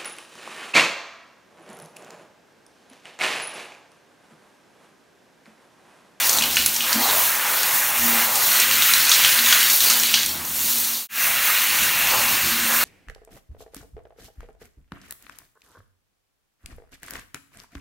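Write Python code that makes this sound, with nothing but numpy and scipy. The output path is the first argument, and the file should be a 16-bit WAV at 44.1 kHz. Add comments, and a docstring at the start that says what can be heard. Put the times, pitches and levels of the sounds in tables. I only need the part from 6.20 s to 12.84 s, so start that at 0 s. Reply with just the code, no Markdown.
"""A hand shower rinses a small dog at the rim of a bathtub in a tiled bathroom.
From the start nozzles hiss as shaped noise, jets patter on fur and enamel as droplet noise, and resonators
hum as the tub shell. Slaps of runoff and shell knocks crowd the first 0.8 s; slaps return from 1.4 to 4.3 s.
Near 4.9 s all fades out and in again; then fur patter rings at 2.8 kHz and no slaps follow. Bubbles gurgle,
water sloshes and a rumble lies below throughout, while sparse tile echoes answer the water."""
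import sys
import numpy as np
from scipy import signal
from scipy.fft import rfft, irfft
from scipy.io import wavfile
from scipy.ndimage import uniform_filter1d

SR = 44100
rng = np.random.default_rng(int(sys.argv[2]) if len(sys.argv) > 2 else 0)


def dump_mix(stems):
    """Bounce the given channels to the path in sys.argv[1] as a 16-bit WAV at rate SR."""
    frames = np.atleast_2d(stems).T  # one column per channel
    limited = np.clip(frames, -1, 1)  # hard clip at full scale
    pcm = np.round(limited * 32767).astype(np.int16)
    wavfile.write(sys.argv[1], SR, pcm)


def level_to_linear(level):
    """Convert decibel levels to linear amplitude factors, elementwise."""
    exponent = np.asarray(level, float) / 20
    return 10 ** exponent


N = 292824  # samples
CUT_S = 4.871  # end of the fade out

# Jets on fur and hand: t/s, relative level/dB, centre f/Hz
FUR_JETS = [(0, -25, 2140), (.13, -34.5, 2000), (.3, -33.5, 2650), (.59, -33.5, 2670), (.72, -28.5, 2010),
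            (1.46, -29.5, 1900), (1.9, -27.5, 1960), (1.98, -23.5, 1900), (2.14, -32.5, 1900),
            (2.42, -23.5, 2120), (2.9, -25.5, 2100), (3.08, -20.5, 2380), (3.21, -25.5, 2100),
            (3.35, -21.5, 1980), (3.5, -25.5, 2300), (3.59, -37, 2850), (3.68, -25, 2200),
            (3.82, -30, 2300), (4.01, -28.5, 2720), (4.12, -43, 2200), (4.22, -36.5, 1690),
            (4.3, -43, 1600), (4.45, -44, 2600), (4.88, -52, 2700), (4.89, -22.5, 2070), (5.14, -25, 2030),
            (5.25, -24, 2120), (6.02, -24.5, 2300), (6.4, -27, 1860), (6.64, -25.5, 1850)]


def evened(x):
    """Normalises mean power: scales to rms 1."""
    return x / np.sqrt(np.mean(abs(x) ** 2) + 1e-20)


def read(points, hz):
    """Interpolates a spectrum along logarithmic frequency, close to the ear's pitch scale."""
    f, value = np.transpose(points)
    return np.interp(np.log(hz + 1), np.log(f + 1), value)


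def control(table, column, t):
    """Interpolates one column linearly in time: a slowly varying source parameter."""
    rows = np.array(table)
    return np.interp(t, rows[:, 0], rows[:, column])


def add(mix, s, sound):
    """Superposition: adds a sound to the mix at s seconds."""
    part = mix[round(s * SR):][:len(sound)]
    part += sound[:len(part)]


def band(x, hz, width):
    """Resonance of about unit gain: one complex pole, whose radius sets the bandwidth in Hz."""
    r = np.exp(-np.pi * width / SR)
    return 2 * signal.lfilter([1 - r], [1, -r * np.exp(2j * np.pi * hz / SR)], x).real


def waver(t, depth_db, top_hz):
    """Slow random modulation: sixteen sines of random phase, weaker as they get faster, depth rms in dB."""
    hz = np.geomspace(top_hz / 8, top_hz, num=16)
    turn = rng.random(16)
    sines = np.sin(2 * np.pi * (hz * t[::256, None] + turn)) / np.sqrt(hz)
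    return depth_db * np.interp(t, t[::256], evened(sines.sum(axis=1)))


def shaped(x, shape_db, size, patchy_db):
    """Time-varying filtering: a dB field over frequency and time, with drifting random patches."""
    overlap = size * 3 // 4
    hz, t, z = signal.stft(x, SR, nperseg=size, noverlap=overlap)
    patches = rng.standard_normal(z.shape[::-1]).T
    patches = uniform_filter1d(patches, size=size // 64, axis=0)
    patches = evened(uniform_filter1d(patches, size=8192 // size, axis=1))
    shape = level_to_linear(shape_db(hz[:, None], t[None]) + 0 * t)
    shape = shape / np.sqrt((shape ** 2).mean(axis=0))  # the colour moves, the power stays
    z = z * shape * level_to_linear(patchy_db * patches)
    return evened(signal.istft(z, SR, nperseg=size, noverlap=overlap)[1][:N])


def droplets(per_s, spread_db, share):
    """Shot noise: random impacts of uneven size hold a share of the power over a smooth wash."""
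    impacts = rng.random(N) < per_s / SR
    size = level_to_linear(spread_db * np.minimum(rng.exponential(1, N), 5)) * impacts
    # each impact fizzes for about half a millisecond
    splash = signal.lfilter([1], [1, -.95], size) * rng.standard_normal(N)
    share = np.clip(share, 0, 1)
    return np.sqrt(share) * evened(splash) + np.sqrt(1 - share) * rng.standard_normal(N)


def nozzles(t):
    """Jet breakup: fine jets split into droplets, giving a broadband bright hiss."""
    # Hiss spectrum: f/Hz, relative spectral level/dB
    hiss_spectrum = [(300, -16.5), (1500, -4.5), (4000, -2.5), (6500, 2), (9000, 1.5), (13000, 5.5),
                     (15700, 4.5)]
    # Loudness of the nozzles as the shower head turns: t/s, relative level/dB
    jet_levels = [(0, -21.5), (.13, -21), (.22, -25), (.41, -25.5), (.6, -26), (.76, -22), (1.0, -20),
                  (1.15, -23), (1.5, -22.5), (1.91, -19.5), (2.14, -23), (2.26, -18), (2.45, -20.5),
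                  (2.65, -19), (3.2, -19.5), (3.67, -18), (3.92, -24), (4.2, -30.5), (4.47, -21.5),
                  (4.88, -22.5), (5.1, -20.5), (5.2, -21.5), (6.0, -22), (6.4, -23.5), (6.64, -20)]
    level_db = control(jet_levels, 1, t) + 2.0 + waver(t, depth_db=.9, top_hz=14)
    jets = droplets(per_s=3000, spread_db=4.0, share=0.19)
    return level_to_linear(level_db) * shaped(jets, lambda hz, s: read(hiss_spectrum, hz), size=512, patchy_db=1.17)


def patter(t):
    """Impact noise depends on the surface: a dull moving hump from fur and hand, brightness from enamel."""
    # Spectrum on enamel: f/Hz, relative spectral level/dB
    enamel_spectrum = [(1500, -18.5), (2800, -9), (3800, -0.5), (4500, 0.5), (6200, -7), (8000, -8),
                       (12000, -15)]
    # Jets on enamel: t/s, relative level/dB
    enamel_levels = [(0, -20.5), (.1, -20), (.2, -27), (.41, -23.5), (.59, -28.5), (.78, -28), (.9, -22),
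                     (1.08, -31.5), (1.5, -28.5), (1.7, -37), (2.14, -26), (2.26, -21), (2.65, -23),
                     (2.9, -20.5), (3.4, -19.5), (3.6, -19), (3.85, -23), (4.01, -19.5), (4.16, -33),
                     (4.26, -40), (4.47, -22), (4.66, -28.5), (4.88, -27), (4.89, -34), (5.3, -28.5),
                     (5.65, -26), (6.0, -25.5), (6.3, -24), (6.64, -27)]
    gap_hz, gap_width_hz = 2760, 130

    def gap_db(hz):
        # with the head held close to the coat the gap rings and the patter ends in an edge
        ring = 3.5 * np.exp(-((hz - gap_hz) / gap_width_hz) ** 2)
        edge = -2.5 * np.clip((hz - gap_hz) / (2 * gap_width_hz), 0, 1)
        return ring + edge

    def fur_db(hz, s):
        octaves = abs(np.log2((hz + 30) / control(FUR_JETS, 2, s)))
        return -10. * octaves ** 1.55 + gap_db(hz) * (s > CUT_S)

    fur_level_db = control(FUR_JETS, 1, t) - 0.68 + waver(t, depth_db=0.64, top_hz=14)
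    fur_drops = droplets(per_s=1500, spread_db=2.8, share=0.17)
    fur = level_to_linear(fur_level_db) * shaped(fur_drops, fur_db, size=512, patchy_db=1.37)
    enamel_level_db = control(enamel_levels, 1, t) - 3.0 + waver(t, depth_db=1.6, top_hz=14)
    enamel_drops = droplets(per_s=1500, spread_db=3.7, share=0.4)
    enamel = shaped(enamel_drops, lambda hz, s: read(enamel_spectrum, hz), size=512, patchy_db=2.5)
    return fur + level_to_linear(enamel_level_db) * enamel


def slaps():
    """Sheet impact: a crack and a short rising pop, a bounce off the tub wall, then thinning spray."""
    # Slaps of falling water: t/s, relative pop level/dB, nominal bubble f/Hz,
    # crack level relative to the pop/dB, initial spray level relative to the pop/dB
    slap_events = [(0.0942, -8, 6060, 0, -21), (0.13, -9, 6000, -8, -18), (0.172, -8, 7340, -8, -16),
                   (0.1852, -7, 3680, -11, -15), (0.2098, -10, 2520, -13, -28), (0.2224, -7, 2960, -6, -15),
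                   (0.238, -12, 2760, -2, -23), (0.3584, -12, 6340, -8, -19), (0.369, -2, 2650, -9, -17.5),
                   (0.371, -10.5, 1610, -14, -16), (0.461, 0.5, 11040, -5.5, -25),
                   (0.543, -17, 3830, -8, -8), (0.5623, -10.5, 5890, -9, -14),
                   (0.606, -10.5, 2870, -10, -16), (0.7289, -2.5, 4760, -10, -19.5),
                   (1.4321, -14.5, 1660, 2, -14), (2.1558, -10.5, 7020, -11, -9),
                   (2.3171, -11.5, 3910, -8, -12), (2.3992, -9, 5800, -6, -15), (2.511, -10, 2260, -1, -14),
                   (2.622, -4, 3600, -14, -16), (2.7364, -5, 3740, 0, -19), (2.894, -1, 6000, -17, -21),
                   (2.9164, 0.5, 3550, -15, -14), (2.939, -3, 5340, -20, -17), (3.0377, -6, 3620, -15, -14),
                   (3.0475, -2, 2920, -8, -15), (3.1896, -5, 3870, -8, -22), (3.262, -5.5, 3500, -16, -26),
                   (3.3255, -0.5, 3130, -13, -20), (3.328, -5, 1500, -10, -18), (3.429, -10, 2900, -8, -18),
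                   (3.3474, -14, 2240, -5, -21), (3.499, -6.5, 4350, -15, -12), (3.605, -7, 3960, -10, -13),
                   (3.6997, -8.5, 4150, -4, -8), (3.7984, -8.5, 5570, -7, -25),
                   (3.8339, -8.5, 3030, -3.5, -18), (3.94, 0, 3030, -17, -12.5),
                   (4.0316, -10, 3630, -8, -22), (4.061, -9, 9400, -7, -19), (4.091, -16, 5500, -8, -20),
                   (4.25, -19, 6000, -8, -21)]
    out = np.zeros(N)
    u = np.arange(SR // 4) / SR
    rise = 1 - np.exp(-u / 0.00028)
    noise = rng.standard_normal((len(slap_events), len(u)))
    for (s, db, hz, crack_db, spray_db), n in zip(slap_events, noise):
        cycles = hz * u * (.9 + 60 * np.minimum(u, .004))
        pop = 1.23 * np.sin(2 * np.pi * cycles) * np.exp(-u / 0.0012)
        crack = level_to_linear(crack_db) * evened(band(band(n, 6000, 5900), 6400, 6000)) * np.exp(-u / 0.0021)
        spray = evened(band(band(n, 1.7 * hz, 1.0 * hz), 1.16 * hz, 0.76 * hz))
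        spray = spray * level_to_linear(spray_db - 60 * u / 0.13)  # 60 dB of decay in 0.13 s
        add(out, s, level_to_linear(db) * rise * (pop + crack + spray))
        add(out, s + 0.0027, level_to_linear(db - 8) * rise * (pop + crack))  # the bounce
    # thin sheets move little bass
    return signal.sosfilt(signal.butter(2, 900, "high", fs=SR, output="sos"), out)


def bubbles(low_hz, high_hz, per_s, cycles):
    """Bubble resonance: trapped air rings briefly, rising in pitch, at a frequency set by its size."""
    out = np.zeros(N)
    count = 24  # bubble sizes
    for hz in np.geomspace(low_hz, high_hz, count):
        u = np.arange(round(3 * cycles * SR / hz)) * hz / SR  # time in cycles
        ring = np.sin(2 * np.pi * u * (1 + 0.00616 * u)) * np.exp(-u / cycles) * (1 - np.exp(-u / 0.33))
        births = rng.random(N) < per_s / count / SR
        train = level_to_linear(3.44 * np.minimum(rng.exponential(1, N), 4)) * births
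        out += signal.oaconvolve(train, ring)[:N]
    return evened(out)


def pool(t):
    """Free-surface agitation: water in the tub sloshes as moving band noise and gurgles with bubbles."""
    # Slosh spectrum, referred to a centre of 900 Hz: f/Hz, relative spectral level/dB
    slosh_spectrum = [(250, -15.5), (450, -9), (700, -3.5), (900, 2), (1200, -1.5), (2000, -22.5)]
    # Water in the tub: t/s, relative level/dB, centre f/Hz
    pool_levels = [(0, -37, 920), (.1, -29.5, 960), (.41, -42, 860), (.59, -42, 960), (.7, -31.5, 1050),
                   (.82, -30, 850), (.86, -24, 840), (.94, -27.5, 850), (1.0, -33, 990), (1.22, -33.5, 990),
                   (1.46, -31, 940), (1.66, -33, 950), (1.91, -31.5, 810), (2.35, -34, 1060),
                   (2.65, -42, 1090), (3.0, -35.5, 1060), (3.21, -37, 1000), (3.31, -34, 1090),
                   (3.56, -54, 1080), (3.68, -34, 1050), (3.81, -38, 850), (3.92, -57, 740),
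                   (4.2, -42, 900), (4.88, -50, 950), (5.11, -30.5, 1140), (5.19, -38.5, 1110),
                   (5.53, -41, 1090), (5.66, -35.5, 997), (5.9, -32.5, 950), (5.95, -23.5, 1030),
                   (6.08, -34, 1050), (6.25, -40, 1080), (6.39, -40, 1090), (6.5, -28.5, 1050),
                   (6.64, -34, 1080)]

    def slosh_db(hz, s):
        return read(slosh_spectrum, hz * 900 / control(pool_levels, 2, s))

    slosh = shaped(rng.standard_normal(N), slosh_db, size=1024, patchy_db=2.)
    gurgle = bubbles(low_hz=501.4, high_hz=1469, per_s=150, cycles=14.0)
    level_db = control(pool_levels, 1, t) + waver(t, depth_db=1.44, top_hz=12)
    return level_to_linear(level_db) * (0.79 * slosh + 0.22 * gurgle)


def tub(t):
    """Modal vibration: running water drives a wavering hum, knocks a decaying boom; a rumble lies below."""
    # Shell modes: f/Hz, bandwidth of the narrower of two resonators/Hz, relative level/dB
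    shell_modes = [(232, 5.5, -1.5), (267.4, 20, -8.5), (323.7, 27, -7.5)]
    # Knocks on the shell: t/s, relative level/dB
    knock_events = [(0.21, -28.5), (0.757, -18), (0.794, -26)]
    # Water running hard on the shell swells its hum:
    # start t/s, relative level/dB, hold/s, rise over 20 dB/s, fall over 20 dB/s
    swell_events = [(.2, -42, .04, .05, .5), (0.753, -29, .06, 0.011, 0.03), (1.863, -32, 0.11, 0.11, 0.09),
                    (2.424, -45.5, 0.18, 0.12, 0), (3.2, -43, 0.055, .05, 0.07),
                    (3.718, -45.5, 0.19, .1, 0.3), (4.57, -46.5, 0.046, .2, 0.5),
                    (6.1, -39, 0.052, 0.14, 0), (6.32, -36, 0.14, 0.091, .3)]
    # Rumble spectrum: f/Hz, relative spectral level/dB
    rumble_spectrum = [(30, -35), (60, 7), (76, 0), (100, -9), (140, -0.5), (170, -3.5), (350, -3.5),
                       (600, -32)]
    # Rumble: t/s, relative level/dB
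    rumble_levels = [(0, -65), (.41, -40.5), (.58, -54), (.8, -52), (1.2, -62), (1.45, -55), (1.66, -66),
                     (1.8, -42), (1.93, -43), (2.2, -59), (2.45, -45), (2.95, -62), (3.28, -52),
                     (3.55, -61), (3.9, -54), (4.16, -42.5), (4.5, -51), (4.66, -48), (5.12, -57),
                     (5.52, -45.5), (5.9, -43), (6.5, -42), (6.64, -49)]

    drive = rng.standard_normal(N)
    tones = []
    for hz, width, db in shell_modes:
        mode = signal.hilbert(band(band(drive, hz, width), hz, 3 * width))
        steadied = (mode / abs(mode) ** .75).real  # a steady flow evens the swells
        tones.append(level_to_linear(db) * evened(steadied))
    low, upper = tones[0], sum(tones[1:])

    swells = np.zeros(N)
    for s, db, hold, rise, fall in swell_events:
        outside = np.maximum((s - t) / rise, (t - s - hold) / fall)
        swells += level_to_linear(db - 20 * np.maximum(outside, 0))
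    hum = level_to_linear(-54 + waver(t, depth_db=4., top_hz=11)) * (low + upper)
    # the swells reach the upper modes less
    hum += swells * level_to_linear(waver(t, depth_db=1.3, top_hz=16)) * (low + level_to_linear(-6.5) * upper)

    u = np.arange(SR // 4) / SR
    boom = sum(level_to_linear(db) * np.sin(2 * np.pi * hz * u) for hz, width, db in shell_modes[:2])
    boom = boom * (1 - np.exp(-u / 0.0021)) * np.exp(-u / 0.027)
    for s, db in knock_events:
        add(hum, s, level_to_linear(db) * boom)

    rumble = shaped(rng.standard_normal(N), lambda hz, s: read(rumble_spectrum, hz), size=4096, patchy_db=1.5)
    return hum + level_to_linear(control(rumble_levels, 1, t) + waver(t, depth_db=2.5, top_hz=9)) * rumble


def room(x):
    """Reverberation: sparse echoes off tiles, each frequency band decaying at its own rate."""
    # Reverberation: f/Hz, time for 60 dB of decay/s
    decay_times = [(500, 0.63), (3000, 0.34), (12000, .25)]
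    taps = np.zeros(SR // 2)
    count = (SR // 2 - 201) // 20
    places = np.arange(200, SR // 2 - 20, 20) + rng.integers(0, 20, count)  # one echo in every 20 samples
    taps[places] = rng.choice([-1., 1.], count)
    hz, t, z = signal.stft(taps, SR, nperseg=256)
    decay = level_to_linear(-60 * t / read(decay_times, hz)[:, None])
    tail = signal.istft(z * decay, SR, nperseg=256)[1]
    return signal.fftconvolve(x, tail / np.linalg.norm(tail))[:N]


def fade(t):
    """Amplitude envelope: a linear fade out cut off at a low level, then a curved fade in, over a floor."""
    out = np.clip((CUT_S - t) / .14 + level_to_linear(-29), 0, 1) * (t < CUT_S)
    back = np.clip((t - 4.886) / 0.15, 0, 1) ** 1.43
    return np.maximum(out + back, level_to_linear(-62))


def scene():
    """Superposition of direct and reverberant sound at one microphone, alike in both channels."""
    t = np.arange(N) / SR
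    fur_bubbles = bubbles(low_hz=1203, high_hz=7120, per_s=200, cycles=8.5)
    hits = slaps() + level_to_linear(control(FUR_JETS, 1, t) - 8.5) * fur_bubbles
    slosh = pool(t)
    water = nozzles(t) + patter(t)
    echoes = room(level_to_linear(-4.5) * hits + level_to_linear(-11) * water + level_to_linear(-5.5) * slosh)
    mix = water + slosh + hits + tub(t) + echoes
    return np.array([mix, mix])


def roll_off(x):
    """The treble ends steeply here."""
    return signal.sosfilt(signal.butter(12, 17100, fs=SR, output="sos"), x)


def record(dry):
    """Linear filtering by a fixed colour, then the fade, a clipping ceiling and band limits."""
    # Fixed colour of the whole sound, humps and notches, the deepest near 5, 7.8 and 10.4 kHz:
    # f/Hz, width/Hz, level/dB
    fixed_colour = [(1550, 61, 1), (2220, 200, 0), (2800, 120, 1.5), (3000, 150, 0), (4930, 410, -3.5),
                    (6520, 190, 1), (7760, 350, -3), (10420, 500, -3.5), (15300, 700, 2.5)]
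    # Air modes of the tub: f/Hz, width/Hz, level/dB
    air_modes = [(531, 11, 4.5), (597, 25, 0.5), (720, 24, 1.5), (910, 19, 0.5), (1060, 24, 2.5)]
    low_hz, edge_hz = 45, 15850
    hz = np.fft.rfftfreq(N, 1 / SR)
    colour_db = np.zeros(len(hz))
    for rows in (fixed_colour, air_modes):
        for f, width, db in rows:
            colour_db += db * np.exp(-((hz - f) / width) ** 2)
    coloured = irfft(rfft(dry) * level_to_linear(colour_db), N)
    faded = coloured * fade(np.arange(N) / SR)
    low_cut = (hz / low_hz) ** 3 / (1 + (hz / low_hz) ** 3)
    high_cut = np.clip((edge_hz - hz) / 100, 0, 1)
    finished = irfft(rfft(np.clip(faded, -1, 1)) * low_cut * high_cut, N)
    return roll_off(finished)


dry = scene()
out = record(dry)
dump_mix(out)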